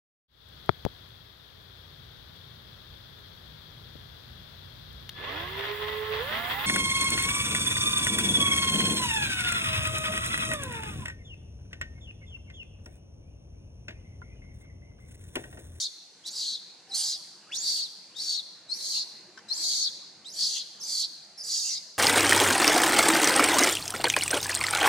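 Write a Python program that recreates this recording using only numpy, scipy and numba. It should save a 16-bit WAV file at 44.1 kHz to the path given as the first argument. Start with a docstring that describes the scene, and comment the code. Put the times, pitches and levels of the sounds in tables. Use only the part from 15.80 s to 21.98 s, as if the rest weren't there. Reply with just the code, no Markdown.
"""A rasping screech is already under way: a young macaque, held by an adult up in a tree, screams repeatedly.
Most screams open with a thin gliding whistle, break into a screech and end on a whistle that drops in pitch.
Ragged pulses ring the throat's resonances; the whistles are sine tones with weak, wavering overtones. Close
surfaces, trunks and canopy echo it over a low murmur and a hiss of leaves, both of filtered noise. A faint
hoot, a sine with a slightly wavering pitch, sounds early on; later two quick knocks of noise ring a twig."""
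import sys
import numpy as np
from scipy import signal
from scipy.fft import rfft, irfft
from scipy.io import wavfile
from scipy.ndimage import uniform_filter1d
from numba import njit

SR = 44100
rng = np.random.default_rng(int(sys.argv[2]) if len(sys.argv) > 2 else 0)


def output_pcm(signal):
    """Save a mono or channel-first signal as 16-bit PCM at the path in sys.argv[1].

    Samples are clipped to [-1, 1] before scaling.
    """
    pcm = np.clip(np.atleast_2d(signal).T, -1, 1) * 32767
    wavfile.write(sys.argv[1], SR, np.round(pcm).astype(np.int16))


N = 272538
T = np.arange(N) / SR


def undb(db):
    """Decibels to gain."""
    return 10 ** (np.asarray(db) / 20)


def unit(x):
    """Scale to rms 1."""
    return x / np.sqrt(np.mean(x ** 2))


def walk(rate):
    """Smooth random motion with a spread of 1, taking a new value `rate` times a second."""
    return unit(np.interp(T * rate, np.arange(N), rng.standard_normal(N)))


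def bump(x, width):
    """A bell of height 1 around x = 0, down to 1/e at the width."""
    return np.exp(-(x / width) ** 2)


def ramp(x, start, end):
    """0 before the start, 1 after the end."""
    return np.clip((x - start) / max(end - start, 1e-4), 0, 1)


def low_pass(x, order, hz):
    """Take off the treble above a corner."""
    return signal.sosfilt(signal.butter(order, hz, fs=SR, output="sos"), x)


def high_pass(x, order, hz):
    """Take off the bass below a corner."""
    return signal.sosfilt(signal.butter(order, hz, "high", fs=SR, output="sos"), x)


def colour(x, points):
    """Filter by a (Hz, dB) outline, straight lines over log frequency."""
    points_hz, db = np.transpose(points)
    f = np.fft.rfftfreq(x.shape[-1], 1 / SR)
    gain = undb(np.interp(np.log(f + 1), np.log(points_hz + 1), db))
    return irfft(rfft(x) * gain, x.shape[-1])


def controls(tables, fade_s):
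    """Join the curves of all calls; also a gate that is open during each."""
    columns = np.vstack(tables).T
    outside_s = np.min([np.maximum(rows[0][0] - T, T - rows[-1][0]) for rows in tables], axis=0)
    gate = np.clip(1 - outside_s / fade_s, 0, 1) ** 2
    return gate, [np.interp(T, columns[0], curve) for curve in columns[1:]]


@njit
def svf(x, hz, width):
    """State-variable band-pass with a moving centre."""
    y, band, low = np.empty(len(x)), 0., 0.
    for i in range(len(x)):
        g, k = np.tan(np.pi * hz[i] / SR), width / hz[i]
        v = (band + g * (x[i] - low)) / (1 + g * (g + k))
        band, low, y[i] = 2 * v - band, low + 2 * g * v, k * v
    return y


def resonate(x, hz, width_hz):
    """A steep resonance: two band-passes in a row, each of the given width."""
    centre = np.clip(hz + np.zeros(len(x)), 20, SR / 2 - 2000)
    once = svf(x, centre, float(width_hz))
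    return svf(once, centre, float(width_hz))


def saturate(x, drive=1.0):
    """The swing of the folds is limited, which evens out the strongest cycles."""
    x = unit(x)
    envelope = np.abs(drive * signal.hilbert(x))
    return unit(x / np.sqrt(1 + envelope ** 2))


# how far below full level the lower resonance and growl, the upper resonance and the rasp start
ONSET_DB, UPPER_ONSET_DB, RASP_ONSET_DB = -13.5, -24, -6.5
# half-lengths of the surge and the growl; the growl away from its peak
SURGE_S, GROWL_S, GROWL_REST_DB = 0.049, 0.03, -12
# rise of the upper resonance over a screech; rasp change in dB per squared share of length from its peak
UPPER_RISE_DB, RASP_ARCH_DB = 1.5, -14.5
# share of the length where the mouth starts to close; what each part loses by the end
CLOSE_AT, CLOSE_LOWER_DB, CLOSE_UPPER_DB, CLOSE_RASP_DB = 0.78, -1.5, -28, -23
# the lower resonance moves late; where the upper one ends up; centre of the growl
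GLIDE_POWER, UPPER_END_HZ, GROWL_HZ = 1.8, 6310, 3240

# The screeches. Each row: start in seconds, length in seconds, attack in seconds, lower resonance level in dB,
# surge place (all places are shares of the length, 0-1), surge in dB, upper resonance level in dB,
# rasp peak place, rasp level in dB, growl peak place, growl level in dB, lower resonance in Hz at start,
# and at end, upper resonance in Hz at start, head-turn balance (left minus right) in dB at start, and at end.
# Levels are before the trims in monkey().
SCREECHES = [ (-.2, 0.27, 0.083, -32.5, 0.94, 2.5, -28, .7, -42.5, 0.69, -47.5, 4417, 4300, 6300, 16, 1),
             (.462, .032, 0.0045, -42.5, .3, 4, -43, 0.3, -46, .3, -56, 4315, 4330, 6660, -3, 2),
             (.51, .25, 0.059, -33.5, .52, 2.5, -36.5, 0.15, -49.5, 0.54, -45, 4666, 4050, 6900, 2, 2.5),
             (1.144, 0.21, .001, -32.5, .62, 3, -31.5, 0.21, -40, 0.31, -41.5, 4598, 4736, 7500, -2.5, 3),
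             (1.744, 0.033, .005, -43, 0.49, -4, -32.5, 0.62, -44, .5, -57, 4359, 4433, 6950, -2.5, 4),
             (1.786, 0.25, .085, -31, 0.38, 5, -37, .45, -42.5, 0.78, -44.5, 4605, 4653, 7000, 1, 3),
             (2.369, 0.22, .05, -38.5, 0.66, 8.5, -34.5, .3, -47, 0.79, -48.5, 4554, 4194, 5847, 6, 9),
             (2.94, 0.29, .11, -33.5, 0.82, 5.5, -33.5, 0.48, -44.5, .7, -53, 4540, 4355, 6170, 2, 2.5),
             (3.735, .34, 0.11, -28.5, 0.933, 1, -28, 0.18, -42, 0.54, -46, 4675, 4305, 6930, 5, 4.5),
             (4.539, 0.28, 0.063, -34, 0.33, 10, -31.5, 0.32, -44.5, 0.82, -36, 4700, 4093, 6600, 0, 5),
             (5.019, .235, 0.08, -33, 0.922, 4, -32.5, 0.69, -43.5, 0.86, -46.5, 4890, 4270, 7324, 4, -8.5),
             (5.642, 0.34, 0.07, -33, .36, 4.5, -28.5, 0.09, -41.5, 0.34, -46, 4758, 4664, 6320, -1, 2.5)]


def screech(start, length, attack, db, surge_at, surge_db, upper_db, rasp_at, rasp_db,
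            growl_at, growl_db, first_hz, last_hz, upper_hz):
    """Attack, one surge, then the mouth closes, treble first; the resonances glide all along.
    Rows (s, lower dB, upper dB, rasp dB, growl dB, lower Hz, upper Hz)."""
    u = np.linspace(0, 1, 100)
    slack = 1 - ramp(u * length, 0, attack)
    closing = ramp(u, CLOSE_AT, 0.97) ** 2
    surge = surge_db * bump((u - surge_at) * length, SURGE_S)
    growl_dip = GROWL_REST_DB * (1 - bump((u - growl_at) * length, GROWL_S))
    lower = db + ONSET_DB * slack + surge + CLOSE_LOWER_DB * closing
    upper = upper_db + UPPER_ONSET_DB * slack + UPPER_RISE_DB * (u - .5) + CLOSE_UPPER_DB * closing ** 2
    rasp = rasp_db + RASP_ARCH_DB * (u - rasp_at) ** 2 + RASP_ONSET_DB * slack + CLOSE_RASP_DB * closing
    growl = growl_db + ONSET_DB * slack + growl_dip
    lower_glide = first_hz + (last_hz - first_hz) * u ** GLIDE_POWER
    upper_glide = upper_hz + (UPPER_END_HZ - upper_hz) * u
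    return np.column_stack([start + u * length, lower, upper, rasp, growl, lower_glide, upper_glide])


# closing note: level at its start and end relative to its peak, pitch ratio of the drop, bend of the sag
EMERGE_DB, DROP_DB, DROP_RATIO, SAG_POWER = -6, -14.5, .83, 2.3

# The whistle that comes through as a scream ends. Each row: start in seconds, sag in seconds,
# drop in seconds, pitch at the start in Hz, pitch where the drop begins in Hz, peak level in dB before trims.
CLOSING_NOTES = [ (-.03, .088, .027, 4300, 4100, -36), (.66, .085, .033, 4350, 4130, -34),
                 (1.228, .109, .031, 4750, 4100, -37), (1.88, .165, .025, 4750, 4220, -34),
                 (2.48, .112, .012, 4550, 4050, -28), (3.08, .11, .045, 4550, 4250, -39),
                 (4.025, .047, .014, 5300, 4050, -25), (4.72, .048, .022, 6700, 6450, -35),
                 (5.065, .178, .016, 4850, 4200, -31.5), (5.89, .063, .029, 5600, 4500, -31)]


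def closing_note(start, sag, drop, start_hz, drop_hz, db):
    """Grows while its pitch sags, then falls in pitch and level as the pressure goes: rows (s, Hz, dB)."""
    t = np.linspace(0, sag + drop, 100)
    grow, fall = ramp(t, 0, sag), ramp(t, sag, sag + drop)
    hz = (start_hz + (drop_hz - start_hz) * grow ** SAG_POWER) * DROP_RATIO ** fall
    return np.column_stack([start + t, hz, db + EMERGE_DB * (1 - grow) + DROP_DB * fall])


# a chirp swells as it slides and fades after its leap; the held note creeps up
CHIRP_SWELL_DB_PER_S, CHIRP_FADE_DB_PER_S, CREEP_HZ_PER_S = 635, 93.5, 11000
# time constant of the leap in pitch; time that the level takes to change over
LEAP_S, REGISTER_S = 0.018, 0.0084

# Whistled chirps that open the screams. Each row: start in seconds, slide in seconds, hold in seconds,
# tail in seconds, starting pitch in Hz, note in Hz, pitch the leap heads for in Hz, note level in dB,
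# level after the leap in dB before the fade. Levels are before trims.
CHIRPS = [ (.437, .033, .017, .05, 3000, 4020, 7700, -37, -44),
          (1.09, .034, .011, .033, 5900, 3850, 4850, -38, -28),
          (1.169, .014, .017, .02, 8100, 8750, 8950, -34, -35),
          (1.672, .012, .008, .021, 1250, 1330, 2100, -55, -57),
          (1.714, .021, .002, .012, 2100, 3450, 4100, -33, -32),
          (1.75, .01, .003, .087, 3950, 4150, 7350, -33, -32),
          (2.336, .036, .021, .045, 2900, 3700, 4800, -42, -35),
          (2.884, .04, .007, .042, 3800, 4300, 6000, -28.5, -38),
          (3.686, .002, .004, .007, 4000, 3920, 4000, -39, -43),
          (3.699, .011, .017, .1, 4000, 4130, 7700, -28.5, -35.5),
          (4.447, .017, .02, .022, 3000, 3850, 6500, -43, -45),
          (4.507, .006, .002, .075, 5550, 4700, 8000, -49, -45),
          (5.0, .018, .004, .034, 6600, 5250, 6400, -38, -38),
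          (5.577, .007, .004, .009, 5450, 5350, 3000, -41, -41),
          (5.598, .009, .002, .01, 4500, 5250, 4000, -39, -39),
          (5.62, .002, .001, .077, 4750, 4800, 8300, -41, -42)]


def chirp(start, slide, hold, tail, start_hz, note_hz, last_hz, note_db, last_db):
    """Swells while sliding onto a note, creeps up, leaps to another register and fades: rows (s, Hz, dB)."""
    t = np.linspace(0, slide + hold + tail, 100)
    sliding = 1 - ramp(t, 0, slide)
    since_leap = np.maximum(t - slide - hold, 0)
    hz = note_hz + (start_hz - note_hz) * sliding ** 2 + CREEP_HZ_PER_S * np.clip(t - slide, 0, hold)
    hz = last_hz + (hz - last_hz) * np.exp(-since_leap / LEAP_S)
    db = note_db + (last_db - note_db) * ramp(since_leap, 0, REGISTER_S)
    db = db - CHIRP_FADE_DB_PER_S * since_leap - CHIRP_SWELL_DB_PER_S * slide * sliding
    return np.column_stack([start + t, hz, db])


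def whistle(notes, chaos, jitter=0.01376, second_db=-19, third_db=-36, break_db=2.0, steady_db=-31):
    """The folds vibrate near one frequency, less steadily during a screech. Gives the tone and its strength."""
    gate, (hz, db) = controls(notes, fade_s=.004)
    # a firmly blown whistle locks into a pure tone; a weak one quavers
    unsteady = np.clip((steady_db - db) / 10, .15, 1)
    quaver = unsteady * (.016 * walk(190) + jitter * walk(900))
    tearing = .032 * chaos ** 2 * walk(1100)
    hz = uniform_filter1d(hz, size=150) * (1 + quaver + tearing)
    phase = 2 * np.pi * np.cumsum(hz) / SR
    second = undb(second_db) * np.sin(2 * phase)
    third = undb(third_db) * np.sin(3 * phase) * (3 * hz < SR / 2)
    # the overtones have their set levels where unsteady is one half
    tone = low_pass(np.sin(phase) + 2 * unsteady * (second + third), 4, 11000)
    shimmer_db = (1.8 * unsteady + 1.5 * chaos) * walk(380)
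    strength = gate * undb(db + shimmer_db - break_db * chaos)
    return unit(tone) * strength, strength


def chaotic_folds(hz, jitter=.3, air=0.5, uneven_db=0.0):
    """Folds that slap shut at irregular moments and in ragged bursts, with air rushing through."""
    cycles = np.cumsum(hz * np.exp(jitter * walk(4000))) / SR
    slaps = np.diff(cycles % 1, prepend=0) * undb(uneven_db * walk(3000))
    bursts = undb(1.8 * walk(600))
    return (unit(slaps) + air * rng.standard_normal(N)) * bursts


# Colour of the breathy rasp. Each row: frequency in Hz, gain in dB.
RASP = [(1000, -9.5), (2300, 1), (2900, -28), (3600, -22.5), (5000, 21.5), (7500, 6.5), (10000, 6),
        (11500, 1.5), (13500, -4.5), (15500, -15)]


def monkey(lower_db=-2, upper_db=-7.0, rasp_db=4.5, growl_db=-3, opening_db=-0.44, ending_db=-0.7,
           leak_db=-13, leak_top_db=-47):
    """The screech rings the throat's resonances; the whistle leads in and out of it."""
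    screeches = [screech(*row[:-2]) for row in SCREECHES]
    gate, (low_db, high_db, air_db, deep_db, low_hz, high_hz) = controls(screeches, fade_s=0.016)
    folds = chaotic_folds(low_hz)
    tremor = 1 + .04 * walk(220)
    lower = saturate(resonate(folds, low_hz * tremor, width_hz=1170))
    upper = saturate(resonate(folds, high_hz * tremor, width_hz=1140))
    throat = lower * undb(low_db + lower_db) + upper * undb(high_db + upper_db)
    # the tiny throat radiates little below its first resonance
    throat = high_pass(throat, 10, 3500)
    # at full strain a deeper, growling band joins in
    growl = saturate(resonate(folds, GROWL_HZ, width_hz=590)) * undb(deep_db + growl_db)
    rasp = unit(colour(folds, RASP))
    scream = gate * (throat + growl + rasp * undb(air_db + rasp_db))

    chaos = uniform_filter1d(gate, size=1500)
    opening = whistle([chirp(*row) for row in CHIRPS], chaos)
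    closing_notes = [closing_note(*row) for row in CLOSING_NOTES]
    ending = whistle(closing_notes, chaos, jitter=.018, second_db=-23, break_db=5.5)
    tone, strength = undb(opening_db) * np.array(opening) + undb(ending_db) * np.array(ending)
    # air leaks past the folds during the whistle as well
    leak = low_pass(rasp, 2, 9000) * np.minimum(strength * undb(leak_db), undb(leak_top_db))
    return scream + tone + leak


def head_turn():
    """Left minus right in dB: the head turns steadily through each screech and on to the next."""
    times = [(start, start + length) for start, length, *_ in SCREECHES]
    return np.interp(T, np.ravel(times), np.ravel([row[-2:] for row in SCREECHES]))


def ports(x, lag_s=.000016, shade_db=6.0):
    """The sound reaches the left microphone port first; its treble is stronger on the right."""
    f = np.fft.rfftfreq(N, 1 / SR)
    tilt_db = shade_db * np.interp(f, [4000, 8000], [-.2, 1])
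    late = np.exp(-2j * np.pi * f * lag_s)
    return irfft(rfft(x) * np.array([undb(-tilt_db), undb(tilt_db) * late]), N)


# Echoes off the adult's body, the branch and the trunks. Each row: mean delay in seconds, gain in dB.
REFLECTIONS = [(.0011, -5.5), (.0018, -4.5), (.0029, -17), (.0044, -2), (.0056, -31), (0.0082, -10),
               (0.0161, -8)]


def perch(x, sway_s=0.00013, spread_s=.000025, turn_share=1.0):
    """Short echoes off close surfaces shift as the animal wriggles; each port has its own delay."""
    turn_db = turn_share * head_turn() / 2
    out = ports(x) * undb(np.array([turn_db, -turn_db]))
    # a finer time grid keeps the treble intact under moving delays
    fine = signal.resample_poly(x, 4, 1)
    fine_t = np.arange(len(fine)) / (4 * SR)
    for delay_s, db in REFLECTIONS:
        path_s, skew_s = delay_s + sway_s * walk(1.2), spread_s * walk(1)
        echo = [np.interp(T - path_s + sign * skew_s, fine_t, fine, left=0) for sign in (-1, 1)]
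        out = out + undb(db) * np.array(echo)
    return out


# Colour of the echoing canopy. Each row: frequency in Hz, gain in dB.
ECHO = [(700, -6.5), (2500, -2.5), (3200, -1.5), (3800, -2.5), (4500, -2.5), (5500, -3), (7000, -6),
        (10000, 1), (15000, -0.5)]


def forest_echo(x, tail_db=-11.5, t60_s=0.96, near_db=-17, near_s=0.059, build_s=0.07, side=0.72):
    """Nearby trunks answer at once; the wider canopy scatters a long tail that loses its treble."""
    t = T[:int(SR * 1.5)]
    noise = rng.standard_normal((4, len(t)))
    low = signal.sosfiltfilt(signal.butter(3, 8000, fs=SR, output="sos"), noise[:2])
    treble = noise[:2] - low
    treble_t60_s = .7 * t60_s
    tail = low * undb(-60 * t / t60_s) + treble * undb(-60 * t / treble_t60_s)
    tail = undb(tail_db) * colour(unit(tail * (1 - np.exp(-t / build_s))), ECHO)
    near = undb(near_db) * unit(noise[2:] * np.exp(-t / near_s) * (t > .001))
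    mid, wide = (tail + near) / np.sqrt(len(t))
    response = np.array([mid + side * wide, mid - side * wide])
    return signal.fftconvolve(x[None], response, axes=1)[:, :N]


# the murmur swells with each screech: by how much, at which share of its length, half-length of the swell
MURMUR_LIFT_DB, MURMUR_LIFT_AT, MURMUR_LIFT_S = 3, 0.19, 0.1

# Slow drift of the murmur. Each row: time in seconds, level in dB before lift and trim.
MURMUR_DB = [(0, -70.5), (1.0, -63.5), (2.7, -65), (3.7, -60.5), (4.15, -63.5), (6.18, -66)]


def murmur_level():
    """Level in dB: a slow drift, and a small swell with each screech."""
    swells = [bump(T - start - MURMUR_LIFT_AT * length, MURMUR_LIFT_S) for start, length, *_ in SCREECHES]
    return np.interp(T, *np.transpose(MURMUR_DB)) + MURMUR_LIFT_DB * np.max(swells, axis=0)


# Colour of the forest murmur. Each row: frequency in Hz, gain in dB.
MURMUR = [(15, -77), (25, -47), (70, -61), (90, -14), (187, -0.5), (252, -7), (332, -1.5), (438, -8),
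          (493, -4.5), (555, -6.5), (840, -6), (1200, -11), (1580, -9), (2800, -12), (3640, -17),
          (6160, -120)]
# Colour of the hiss of the leaves. Each row: frequency in Hz, gain in dB.
LEAVES = [(2000, -10), (3000, -1), (4500, 6), (7000, 2), (11000, -12), (15000, -51)]


def forest_air(murmur_db=2.5, leaves_db=-64, murmur_side=0.29, leaves_side=1.0, flicker_db=3, swell_db=1):
    """A low noise murmur, its central bands flickering on their own, under a faint wide hiss of leaves."""
    sides = np.array([[1], [-1]])
    restless = np.zeros(N)
    for hz in np.geomspace(40, 2800, 30):
        restless += resonate(rng.standard_normal(N), hz, hz / 5) * undb(flicker_db * walk(22))
    mid, wide = unit(colour(restless, MURMUR)), unit(colour(rng.standard_normal(N), MURMUR))
    murmur = (mid + murmur_side * sides * wide) * undb(murmur_level() + murmur_db)
    mid, wide = unit(colour(rng.standard_normal((2, N)), LEAVES))
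    leaves = (mid + leaves_side * sides * wide) * undb(leaves_db + swell_db * walk(5.28))
    return murmur + leaves


# A faint hoot in the forest. Each row: start in seconds, length in seconds, mean pitch in Hz, peak level in dB.
FAR_CALLS = [(1.072, 0.1, 790, -41.5)]


def far_calls(waver=0.007):
    """A soft, nearly pure hoot: a sine with a slightly wavering pitch."""
    out = np.zeros(N)
    for s, length, hz, db in FAR_CALLS:
        swell = np.sin(np.pi * np.clip((T - s) / length, 0, 1))
        phase = 2 * np.pi * np.cumsum(hz * (1 + waver * walk(120))) / SR
        out += undb(db) * swell * np.sin(phase)
    return out


# Hoarse undertones. Each row: start in seconds, length in seconds, mean pitch in Hz, level in dB before shimmer.
UNDERTONES = [(1.176, 0.08, 2380, -68), (3.126, 0.081, 2780, -50.5), (4.744, 0.042, 2752, -48),
              (5.816, 0.13, 2740, -53.5), (5.864, 0.17, 2170, -58.5)]


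def undertones(jitter=0.053, shimmer_db=3):
    """Slack tissue flutters along below the screech."""
    out = np.zeros(N)
    for s, length, hz, db in UNDERTONES:
        swell = np.sin(np.pi * np.clip((T - s) / length, 0, 1))
        flutter = np.sin(2 * np.pi * np.cumsum(hz * (1 + jitter * walk(700))) / SR)
        out += undb(db + shimmer_db * walk(230)) * swell * flutter
    return out


# Knocks on a twig. Each row: time in seconds, level in dB before ring_db.
KNOCKS = [(3.575, -38.5), (3.588, -41)]
# Modes of the twig. Each row: frequency in Hz, width in Hz, gain in dB before ring_db.
TWIG = [(1089, 280, -9), (1500, 600, -2.5), (2175, 950, -14), (2960, 800, -13.5), (5200, 1800, -14)]


def twig(decay_s=0.0035, ring_db=17):
    """Short dry knocks, decaying bursts of noise, ring the modes of the wood."""
    push = sum(undb(db) * (T >= s) * np.exp(-np.abs(T - s) / decay_s) for s, db in KNOCKS)
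    crack = push * rng.standard_normal(N)
    return undb(ring_db) * sum(undb(db) * resonate(crack, hz, width) for hz, width, db in TWIG)


def scene():
    """Sounds in the tree, their echo and the forest around."""
    direct = monkey() + undertones() + twig() + far_calls()
    return undb(-1.66) * perch(direct) + forest_echo(direct) + forest_air()


def record(dry, bass_hz=60, top_hz=15400):
    """The camera cuts the deep bass gently and the top steeply."""
    dry = high_pass(dry, 1, bass_hz)
    return signal.sosfilt(signal.ellip(10, .2, 80, top_hz, fs=SR, output="sos"), dry)


dry = scene()
out = record(dry)
output_pcm(out)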